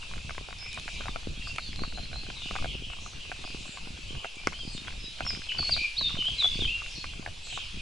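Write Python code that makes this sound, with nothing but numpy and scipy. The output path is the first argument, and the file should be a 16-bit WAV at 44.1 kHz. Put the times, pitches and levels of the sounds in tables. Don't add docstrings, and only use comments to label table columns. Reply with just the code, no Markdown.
import sys
import numpy as np
from scipy import signal
from scipy.fft import rfft, irfft, next_fast_len
from scipy.io import wavfile
from scipy.ndimage import uniform_filter1d, map_coordinates

SR = 44100
rng = np.random.default_rng(int(sys.argv[2]) if len(sys.argv) > 2 else 0)


def file_out(sig):
    cols = np.atleast_2d(sig).T
    lim = np.clip(cols, -1, 1)
    pcm = np.round(lim * 32767).astype(np.int16)
    wavfile.write(sys.argv[1], SR, pcm)


N = 344641

# [t/s, relative level/dB]
BUFFET_LEVEL = [(0.0, -43.5), (0.85, -47), (0.96, -42.5), (2.33, -42.5), (2.48, -47.5), (2.61, -38),
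                (2.85, -46.5), (3.02, -43), (3.78, -50), (4.18, -41), (4.2, -55), (4.65, -46), (4.98, -42),
                (5.0, -48.5), (5.29, -42.5), (5.44, -47.5), (5.79, -41), (5.83, -48), (6.11, -42.5),
                (6.15, -44.5), (6.24, -46), (6.65, -41.5), (7.64, -48.5), (7.81, -42.5)]
# [f/Hz, relative density/dB per Hz]
BUFFET_SPECTRUM = [(7.1, 9.5), (12, 3.5), (45, -0.5), (119, -10), (308, -25), (500, -31), (650, -36),
                   (1100, -120)]
# [f/Hz, relative density/dB per Hz]
LEAF_SPECTRUM = [(150, -4), (400, 5.5), (1000, 7), (1800, 6), (3500, -8), (6000, 4), (8000, -0.5),
                 (9000, -10), (9700, -3), (11200, -9.5)]
# [f/Hz, correlation]
LEAF_LIKENESS = [(60, 0.95), (140, 0.79), (350, 0), (830, -0.0), (1990, 0), (4770, 0.65), (11400, 0.41)]
# [t/s, relative level/dB]
CHORUS_LEVEL = [(0.0, -45), (0.65, -47), (0.96, -41.5), (1.17, -46.5), (2.2, -46.5), (2.61, -41),
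                (2.78, -46.5), (3.22, -46.5), (3.44, -43.5), (4.18, -47), (5.0, -45), (5.55, -43),
                (5.68, -36.5), (5.98, -43), (6.61, -38), (6.76, -43.5), (7.09, -43.5), (7.24, -48.5),
                (7.64, -43.5), (7.81, -43.5)]
# [f/Hz, relative density/dB per Hz]
CHORUS_SPECTRUM = [(1750, -61.5), (2000, -11), (2250, -5.5), (2500, 3.5), (2900, 1), (3300, -1),
                   (5000, -5.5), (5500, -10.5), (6300, -13.5), (8000, -17.5), (11000, -27)]
# [f/Hz, t60/s]
ECHO_DECAY = [(300, 0.085), (1500, 0.077), (3000, 0.378), (5000, 0.41), (9000, 0.2)]
# [t/s, length/s, first f/Hz, last f/Hz, relative level/dB, warble depth/Hz]
FAR_NOTES = [(0.009, 0.0302, 2724, 2710, -45, 114), (0.583, 0.12, 5128, 5260, -45, 54),
             (0.605, 0.183, 2400, 2410, -46, 163), (0.708, 0.078, 3720, 3751, -49, 70),
             (0.875, 0.14, 2340, 2375, -46.5, 74), (.93, 0.0606, 3860, 3910, -45, 10),
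             (1.06, 0.067, 3920, 3430, -46, 15), (1.344, .13, 3300, 3200, -48.5, 34),
             (1.403, 0.16, 2700, 2770, -45, 130), (1.434, 0.056, 4590, 4790, -43.5, 280),
             (1.578, 0.1145, 4250, 4408, -47, 190), (1.606, 0.139, 3910, 3124, -47.5, 20),
             (1.765, 0.08, 4150, 4400, -43, 150), (1.799, 0.109, 4050, 3879, -46.5, 34),
             (1.94, 0.11, 4080, 4240, -43, 118), (2.126, 0.09, 4000, 4326, -42.5, 115),
             (2.351, .1, 4014, 3405, -45.5, 185), (2.403, 0.1825, 2840, 2680, -44.5, 183),
             (2.674, 0.09, 3250, 2750, -40, 192), (2.814, 0.13, 3150, 2700, -42, 210),
             (2.998, .08, 6300, 6000, -52, 470), (3.159, 0.16, 3111, 2670, -46, 225),
             (3.428, 0.114, 4800, 4680, -53, 220), (3.619, 0.16, 7440, 7360, -56, 410),
             (4.05, 0.298, 2945, 2744, -47, 244), (4.36, 0.083, 2400, 2394, -48, 81),
             (4.535, 0.0434, 2950, 3230, -45, 11), (4.591, 0.053, 3300, 3064, -39, 10),
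             (4.579, 0.143, 4850, 4677, -50.5, 254), (4.698, 0.074, 8200, 8250, -55.5, 130),
             (4.722, 0.063, 7150, 7250, -54, 130), (4.728, 0.0397, 4400, 4270, -44.5, 120),
             (4.756, 0.0932, 3677, 3690, -47.5, 24), (4.872, 0.0176, 3280, 3250, -39, 30),
             (4.994, 0.088, 5177, 4970, -48, 112), (5.033, 0.058, 3910, 3860, -44.5, 74),
             (5.215, 0.029, 2483, 3293, -42, 20), (5.238, .06, 3230, 3320, -52, 20),
             (5.484, 0.06, 2630, 2629, -36.5, 134), (6.072, 0.0165, 3660, 3204, -34, 22.6),
             (5.288, 0.0707, 2495, 2358, -45.5, 27), (6.89, 0.1, 5500, 4990, -47, 360),
             (6.947, 0.086, 4245, 4301, -44, 141), (7.434, 0.134, 7700, 7700, -51, 132),
             (7.446, 0.129, 6930, 6850, -50.5, 630), (7.444, 0.1367, 4210, 3588, -44.5, 224),
             (7.494, 0.1365, 3016, 2805, -40, 276)]
# [t/s, relative level/dB, landing place/dB from hollow modes to middle one, hardness/dB per octave]
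KNOCK_BLOWS = [(0.029, -48, 3.5, 10), (0.113, -45, 3.5, 5.5), (0.1371, -41.5, 0.5, 10.5),
               (0.2949, -35, -0.5, 7.5), (0.3084, -42.5, 5, 12.0), (0.3811, -39, 4.5, 10.5),
               (0.4868, -48, -6.5, -3), (0.5279, -42.0, 1.5, 11), (0.66, -47.5, 1.5, -2),
               (0.7748, -36, 1.5, 4.5), (0.8797, -35.5, -1.5, 10), (1.0088, -38.5, -1.5, 5.5),
               (1.0572, -39.5, -1.5, 2.5), (1.0677, -45.5, -4.5, -1), (1.0831, -33.5, 3.5, 2),
               (1.1602, -36, -6, 7), (1.4725, -42.5, 3.5, -1), (1.5843, -31.0, -1.5, 15),
               (1.7305, -55, 3, 30), (1.7932, -48.0, 3, 12), (1.8181, -58.5, -0.5, -10.0),
               (1.8364, -34, 3.5, 2.5), (1.9758, -45.5, -4.5, -1.0), (1.9825, -49, -3.5, -5),
               (2.1306, -40, -2.5, 6.5), (2.1586, -45, -2, -2), (2.2663, -49.5, -3.5, 5),
               (2.3021, -38, 0, 7), (2.5106, -38, 0.5, 7), (2.5547, -34.5, 1, 1.5), (2.5629, -32.5, 0, 1),
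               (2.5874, -42.5, 7.0, 5), (2.6241, -39, 1, 1), (2.6452, -34.5, -4, 2.5),
               (2.901, -45.5, 1.5, -4.5), (2.9338, -45, 0.5, 6.5), (2.987, -52.5, 5, 1),
               (3.0623, -43.5, 5.5, 3.0), (3.3174, -37, -5, 5.0), (3.4408, -43.5, 2, -4),
               (3.476, -50, -2.5, -4), (3.5473, -53, -2, -5.5), (3.655, -51, 3, -5),
               (3.7732, -41, 3.5, 4.5), (3.8729, -53.5, 0.5, -8), (4.2464, -39.5, -8.5, 5.5),
               (4.2583, -48, -3.0, -3), (4.435, -53, -1, 0.5), (4.4722, -23, 1.5, 10.5),
               (4.5247, -43.5, 3.5, -2), (4.8737, -46.5, -4, 12.5), (4.8819, -35.5, 0.5, 7),
               (4.925, -48.5, 1, 11), (5.2068, -35.5, -7, 8), (5.2503, -45, 2, -1), (5.2655, -35, 2, 3.0),
               (5.306, -41.5, -1, 14), (5.3319, -49, -1, 4), (5.3495, -45, -2, 16), (5.5201, -46.5, 1, 23),
               (5.5491, -47.5, 5, 6), (5.5894, -35.5, -1.0, 6), (5.628, -42.5, 6, 1),
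               (5.6942, -34, -1.5, 1), (5.7653, -40.0, -1.5, 0), (5.7755, -41, -3.5, 2),
               (6.0114, -38, 3.5, -2), (6.1054, -49, 8, 8), (6.1557, -47.0, 3, 9.0), (6.1709, -46, 0, -3),
               (6.2849, -47, -2.5, -4), (6.425, -36.5, 1.5, 9.5), (6.4449, -39.5, -3.5, 0),
               (6.4573, -42, -3.0, -2), (6.6206, -52, -3.5, -7), (6.6496, -45, 2, 15),
               (6.8202, -44.0, 4, 1), (7.0431, -35.5, 3.5, 7), (7.1355, -48, 0.5, 2.5),
               (7.2628, -37, -4, 4.5), (7.2757, -46, -4.5, -4), (7.527, -50, -1.5, -8),
               (7.576, -37, 3.5, -1)]
# [f/Hz, t60/s, relative level/dB, left-right/dB, gain/dB per dB of landing place]
RINGING_MODES = [(725.6, 0.0211, 0.5, 1, -1.38), (1108, 0.016, -1, 3.5, 1.81),
                 (1476, 0.013, 2.5, -0.5, -0.91), (2210, 0.0062, 1, 3.5, -0.13)]
# [f/Hz, phase/rad]
LEFT_LEAD = [(40, .1), (200, 0.66), (700, 1), (1100, 1), (1500, 1), (2400, 0.13), (4000, .05)]
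# [t/s, relative level/dB, f of the one swing/Hz]
THUD_BLOWS = [(0.17, -39.5, 330), (0.25, -35, 110), (0.381, -38.5, 397), (0.487, -55, 440),
              (0.86, -40, 220), (1.093, -32.5, 230), (1.273, -25.5, 267), (1.378, -38, 150),
              (1.397, -36.5, 137), (1.692, -34, 128), (1.821, -28.5, 260), (1.838, -38, 440),
              (1.879, -34, 139), (2.002, -39, 137), (2.035, -36, 127), (2.289, -35.5, 268),
              (2.46, -35.5, 193), (2.511, -34.5, 445), (2.534, -41, 141), (2.615, -40, 190),
              (2.657, -39, 450), (2.754, -32.5, 250), (2.824, -37, 230), (3.024, -42, 179),
              (3.452, -39, 200), (3.548, -30.5, 248), (3.609, -37.5, 158), (3.668, -42, 189),
              (3.694, -37, 158), (3.873, -36.5, 222), (3.907, -37, 140), (4.108, -35.5, 255),
              (4.473, -16.5, 463), (4.652, -36.5, 210), (4.678, -31, 155), (4.751, -30, 180),
              (4.82, -39, 178), (5.043, -40, 208), (5.209, -32, 357), (5.339, -34.5, 199),
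              (5.375, -35, 189), (5.394, -37.5, 200), (5.603, -32.5, 217), (5.817, -39, 190),
              (6.145, -30, 140), (6.169, -39.5, 232), (6.19, -30, 201), (6.558, -30.5, 165),
              (6.592, -28, 256), (6.623, -26, 218), (6.986, -37.5, 200), (7.197, -32, 190),
              (7.774, -35, 172)]
# [t/s, relative level/dB]
SWISH_PUFFS = [(.35, -60), (.9, -54), (1.5, -55.5), (1.9, -61), (2.5, -56), (3.05, -59), (3.6, -55),
               (4.7, -58), (5.3, -54.5), (5.72, -53), (6.45, -54), (6.92, -57), (7.52, -57)]
# [f/Hz, relative density/dB per Hz]
CLOTH_SPECTRUM = [(3500, -60), (5000, -4), (6500, 2), (8000, -4), (9000, -11), (11200, -14)]
# [t/s, relative level/dB, f/Hz, noise share/0-1]
TICK_CONTACTS = [(0.5864, -30, 5200, 0.19), (0.7303, -24, 3660, 0.4), (0.7444, -35, 3730, 0.84),
                 (0.7977, -25, 3660, 0.34), (1.5617, -22.5, 3050, 0.2), (1.5826, -25.5, 4230, 0.24),
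                 (1.7603, -25, 4040, 0), (3.6172, -39, 3070, 0.3), (4.358, -34, 3060, 0.72),
                 (4.4721, -13.5, 5520, 0.17), (4.779, -23, 3640, 0), (5.5144, -42, 3000, 0.6),
                 (6.2553, -24, 3100, 0.2)]
# [t/s, f/Hz, relative level/dB]
NEAR_NOTES = [
    [(5.243, 5526, -56), (5.258, 5440, -41.5), (5.284, 5343, -34.5), (5.302, 5010, -26.5),
     (5.318, 4586, -48)],
    [(5.487, 3100, -43), (5.497, 2937, -29.5), (5.508, 3001, -45), (5.521, 2942, -30.5), (5.54, 2847, -57)],
    [(5.582, 4780, -33.5), (5.592, 4503, -27.5), (5.614, 4415, -38.5), (5.644, 4356, -31), (5.7, 4380, -37)],
    [(5.708, 4893, -29), (5.734, 4430, -23.5), (5.745, 3720, -29), (5.762, 3640, -44.5)],
    [(5.77, 2450, -33.5), (5.812, 2460, -33), (5.825, 2482, -30.5), (5.855, 2394, -29), (5.875, 2450, -36)],
    [(5.966, 3666, -29.5), (5.975, 3852, -32), (5.987, 4500, -23.5), (6.0, 4100, -34.5),
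     (6.025, 3850, -28.5), (6.04, 3712, -30), (6.06, 3647, -24), (6.09, 3684, -31), (6.13, 3567, -49)],
    [(6.178, 3090, -35.5), (6.214, 2990, -27), (6.25, 2950, -31), (6.284, 3238, -27.5), (6.295, 3210, -33)],
    [(6.38, 4064, -33), (6.394, 4040, -25), (6.41, 3720, -21), (6.424, 3510, -24.5), (6.45, 3432, -19),
     (6.47, 3468, -31), (6.476, 3400, -37)],
    [(6.598, 3770, -41.5), (6.607, 3630, -28), (6.63, 3273, -32.5), (6.65, 3159, -24), (6.666, 2940, -29)],
    [(6.675, 2610, -25), (6.688, 2610, -30), (6.715, 2762, -34.5), (6.749, 2776, -31), (6.769, 2760, -45),
     (6.89, 2757, -44)],
]
NEAR_WARBLE_HZ = [32, 62, 80, 50, 60, 33, 61.5, 21.7, 40, 50]

GUST_DB, JOLT_DB, JOLT_S = 1, 24.5, 0.05
HISS_DB, HISS_SWAY_DB = -54, 1
TILT_CENTRE_HZ = 1300
REBOUND_S, REBOUND_DB, REBOUND_DULL_DB_PER_OCT = 0.008, -13.5, -6
FAINT_DB, FAINT_SPREAD_DB, FAINT_PLACE_SPREAD_DB, FAINT_HARD_DB_PER_OCT = -52, 2, 2.5, 8
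SOFT_THUD_BASE_DB, SOFT_THUD_BASE_HZ = -42.5, 172
SWISH_S = 0.1
TICK_TOP_HZ = 8500
TOP_HZ = 11070


def amp(db):
    return 10 ** (np.asarray(db) / 20)


def unit(x):
    return x / np.sqrt(np.mean(x ** 2) + 1e-20)


def along(points, hz):
    point_hz, values = np.transpose(points)
    return np.interp(np.log(hz + 1), np.log(point_hz + 1), values)


def curve(rows):
    s, values = np.transpose(rows)
    return np.interp(np.arange(N) / SR, s, values)


def wobble(rate_hz, size=N):
    knots = rng.standard_normal(size // 40 + 4)
    return map_coordinates(knots, [np.arange(size) * rate_hz / SR], mode="wrap")


def add(track, s, sound):
    part = track[..., max(round(s * SR), 0):][..., :sound.shape[-1]]
    part += sound[..., :part.shape[-1]]


def filtered(x, response):
    size = next_fast_len(N + 8192)
    return irfft(rfft(x, size) * response(np.fft.rfftfreq(size, 1 / SR)), size)[..., :N]


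def rush(spectrum, alike, patchy_db):
    z = signal.stft(rng.standard_normal((2, N)), nperseg=512)[2]
    field = uniform_filter1d(rng.standard_normal(z.shape[1:]), size=5, axis=0)
    field = uniform_filter1d(field, size=12, axis=1)
    pair = signal.istft(z * amp(patchy_db * unit(field)), nperseg=512)[1][:, :N]

    def mid_side(hz):
        turn = np.arccos(np.clip(along(alike, hz), -1, 1)) / 2
        return amp(along(spectrum, hz)) * [np.cos(turn), np.sin(turn)]

    mid, side = filtered(pair, mid_side)
    return unit(np.array([mid + side, mid - side]))


def trees(x, alike):
    out, step = np.zeros((2, N)), SR // 3
    turn = np.arccos(np.clip(alike, 0, 1)) / 2
    for start in range(0, N, step):
        hz, t, z = signal.stft(rng.standard_normal((2, SR // 2)), SR, nperseg=256)
        decay = amp(-60 * t / along(ECHO_DECAY, hz)[:, None])
        mid, side = signal.istft(z * decay, SR, nperseg=256)[1]
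        tail = np.cos(turn) * mid + np.outer([1, -1], np.sin(turn) * side)
        echo = signal.fftconvolve(x[None, start:start + step], tail / np.linalg.norm(mid), axes=1)
        add(out, start / SR, echo)
    return out


def whistle(hz, db):
    index = np.arange(len(hz))
    ends = np.minimum(index, index[::-1]) / (0.0039 * SR)
    phase = 2 * np.pi * np.cumsum(hz) / SR
    return np.sqrt(2) * amp(db) * np.minimum(ends, 1) * np.sin(phase)


def buffeting():
    t = np.arange(N) / SR
    jolts = sum(amp(db + JOLT_DB) * np.exp(-((t - s) / JOLT_S) ** 2) for s, db, _ in THUD_BLOWS)
    likeness = [(25, 0.96), (60, 1.0), (125, 0.897), (300, 0.077)]  # f/Hz, correlation
    rumble = rush(BUFFET_SPECTRUM, likeness, patchy_db=-0.08)
    upper = filtered(rumble, lambda hz: hz ** 2 / (hz ** 2 + 70 ** 2))
    lumps_db = 2.0 + np.minimum(4 * wobble(17) + 4.6 * wobble(35), 8)
    swell = amp(curve(BUFFET_LEVEL) + 1.5 + GUST_DB * wobble(7)) * (1 + np.tanh(jolts))
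    return swell * (rumble - upper + upper * amp(lumps_db))


def leaves():
    return amp(HISS_DB + HISS_SWAY_DB * wobble(6)) * rush(LEAF_SPECTRUM, LEAF_LIKENESS, patchy_db=2.83)


def chorus(count=1100):
    out, u = np.zeros(N), np.linspace(0, 1, SR // 16)
    for when, pitch, glide, size in rng.random((count, 4)):
        hz = 2100 * (6000 / 2100) ** pitch * (1 + 0.2974 * (glide - 0.6) * u)
        add(out, when * N / SR, whistle(hz, 5 * size) * np.sin(np.pi * u))
    echoes = filtered(trees(out, alike=0.45), lambda hz: amp(along(CHORUS_SPECTRUM, hz)))
    haze = rush(CHORUS_SPECTRUM, [(3000, 0.8)], patchy_db=1.3)
    return amp(curve(CHORUS_LEVEL)) * (0.6 * unit(echoes) + 0.8 * haze)


def far_birds():
    clear, blurred = np.zeros((2, N))
    for s, length_s, first_hz, last_hz, db, warble_hz in FAR_NOTES:
        u = np.linspace(0, 1, round(length_s * SR))
        wide = warble_hz / (warble_hz + 150)
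        hz = first_hz + (last_hz - first_hz) * u + warble_hz * wobble(600, len(u))
        throb_db = (1.6 + 2.7 * wide) * wobble(58.4, len(u))
        note = whistle(hz, db + throb_db) * np.sin(np.pi * u) ** 0.1
        add(clear, s, np.sqrt(1 - wide) * note)
        add(blurred, s, (0.39 + 0.79 * wide) * note)
    return amp(-2.0) * clear + amp(-2.0) * trees(blurred, alike=0.55)


def all_blows():
    count = len(KNOCK_BLOWS)
    blows = list(KNOCK_BLOWS)
    for (s, db, place, hard), (a, b) in zip(KNOCK_BLOWS, rng.standard_normal((count, 2))):
        delay_s = REBOUND_S * (1 + 0.3019 * a)
        blows.append((s + delay_s, db + REBOUND_DB + 4 * b, place, hard + REBOUND_DULL_DB_PER_OCT))
    for (s, *_), (a, b, c, d) in zip(KNOCK_BLOWS, rng.standard_normal((count, 4))):
        faint_db = FAINT_DB + FAINT_SPREAD_DB * b
        blows.append((s + 0.07 * a, faint_db, FAINT_PLACE_SPREAD_DB * c, FAINT_HARD_DB_PER_OCT * (1 + d)))
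    return blows


def knocks():
    out, t = np.zeros((2, N)), np.arange(SR // 20) / SR
    hz, t60_s, mode_db, pan_db, place_gain = np.transpose(RINGING_MODES)[:, :, None]
    blows = all_blows()
    chance = rng.standard_normal((len(blows), 4, len(hz), 1))
    for (s, db, place, hard), (detune, turn, tilt, skew) in zip(blows, chance):
        blow_db = db + place_gain * place + hard * np.log2(hz / TILT_CENTRE_HZ)
        onset = 1 - np.exp(-t / 0.00016)
        size = amp(blow_db + 5.5 + mode_db - 60 * t / t60_s) * onset
        grit = rng.standard_normal(len(t) // 45 + 1).repeat(45)[:len(t)]
        size = size * (1 + 0.5 * (t > 0.002) * grit)
        phase = 2 * np.pi * hz * (1 + 0.053 * detune) * t + 1.03 * turn
        for side, track in zip((1, -1), out):
            pan = amp(side * (pan_db + 2.5 * tilt) / 2)
            ringing = size * pan * np.sin(phase + side * 0.26 * skew)
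            add(track, s - 0.0004, ringing.sum(axis=0))
    return out


def small_knocks(count=900):
    out, t = np.zeros((2, N)), np.arange(SR // 100) / SR
    for near, lag, pitch, size, pan in rng.random((count, 5)):
        hz = 450 * 3.5 ** pitch
        decay = np.exp(-t * hz / 0.53)
        click = amp(-53.5 + 11.3 * size ** 3) * decay * np.sin(2 * np.pi * hz * t)
        s = KNOCK_BLOWS[int(near * len(KNOCK_BLOWS))][0] + 0.16 * (lag - 0.3)
        add(out, s, click * amp(16 * (pan - 0.45) * np.array([[1], [-1]])))
    return out


def thuds(count=22):
    out, t = np.zeros(N), np.arange(-SR // 50, SR // 20) / SR
    blows = list(THUD_BLOWS)
    for when, size, pitch in rng.random((count, 3)):
        hz = SOFT_THUD_BASE_HZ * 2 ** (1.6 * pitch - 0.5)
        blows.append((when * N / SR, SOFT_THUD_BASE_DB + 4 * size, hz))
    for s, db, hz in blows:
        u = 2 * np.pi * hz * t
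        swing = -u * np.exp(-u ** 2 / np.where(u < 0, 1.6, 2.8))
        crest = 0.31 * np.exp(-np.abs(u + 0.99) / 0.24)
        add(out, s + t[0], amp(db + 4) * (swing + crest))
    return out


def swishes():
    t = np.arange(N) / SR
    puffs = sum(amp(db) * np.exp(-((t - s) / SWISH_S) ** 2) for s, db in SWISH_PUFFS)
    return puffs * rush(CLOTH_SPECTRUM, [(6000, 0.6)], patchy_db=3)


def ticks():
    out, t = np.zeros(N), np.arange(SR // 100) / SR
    for s, db, hz, share in TICK_CONTACTS:
        spray = np.convolve(rng.standard_normal(len(t)), [1, 0.6, -0.8, -0.8], "same")
        tone = np.sin(2 * np.pi * hz * t)
        add(out, s, amp(db - 60 * t / 0.0034) * ((1.2 - share) * tone + share * spray))
    return filtered(out, lambda hz: 1 / (1 + 1j * (hz / TICK_TOP_HZ) ** 3)) * amp([[0.6], [-0.6]])


def near_bird():
    out = np.zeros(N)
    for note, warble_hz in zip(NEAR_NOTES, NEAR_WARBLE_HZ):
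        s, hz, db = np.transpose(note)
        t = np.arange(s[0], s[-1], 1 / SR)
        pitch_hz = np.interp(t, s, hz) + warble_hz * wobble(302.0, len(t))
        level_db = np.interp(t, s, db) + 3 * wobble(213.6, len(t))
        add(out, s[0], whistle(pitch_hz, level_db))
    direct = amp(-2.5) * out * amp([[0.2], [-0.2]])
    return direct + amp(-6.0) * trees(out, alike=0.66)


def scene():
    hits = knocks() + small_knocks() + thuds() + ticks()
    hits = filtered(hits, lambda hz: np.exp(0.5j * np.outer([1, -1], along(LEFT_LEAD, hz))))
    answer = amp(-13.5) * trees(hits.mean(axis=0), alike=0.33)
    birds = chorus() + far_birds() + near_bird()
    return buffeting() + leaves() + birds + hits + answer + swishes()


def record(dry):
    return filtered(dry, lambda hz: hz < TOP_HZ)


dry = scene()
out = record(dry)
file_out(out)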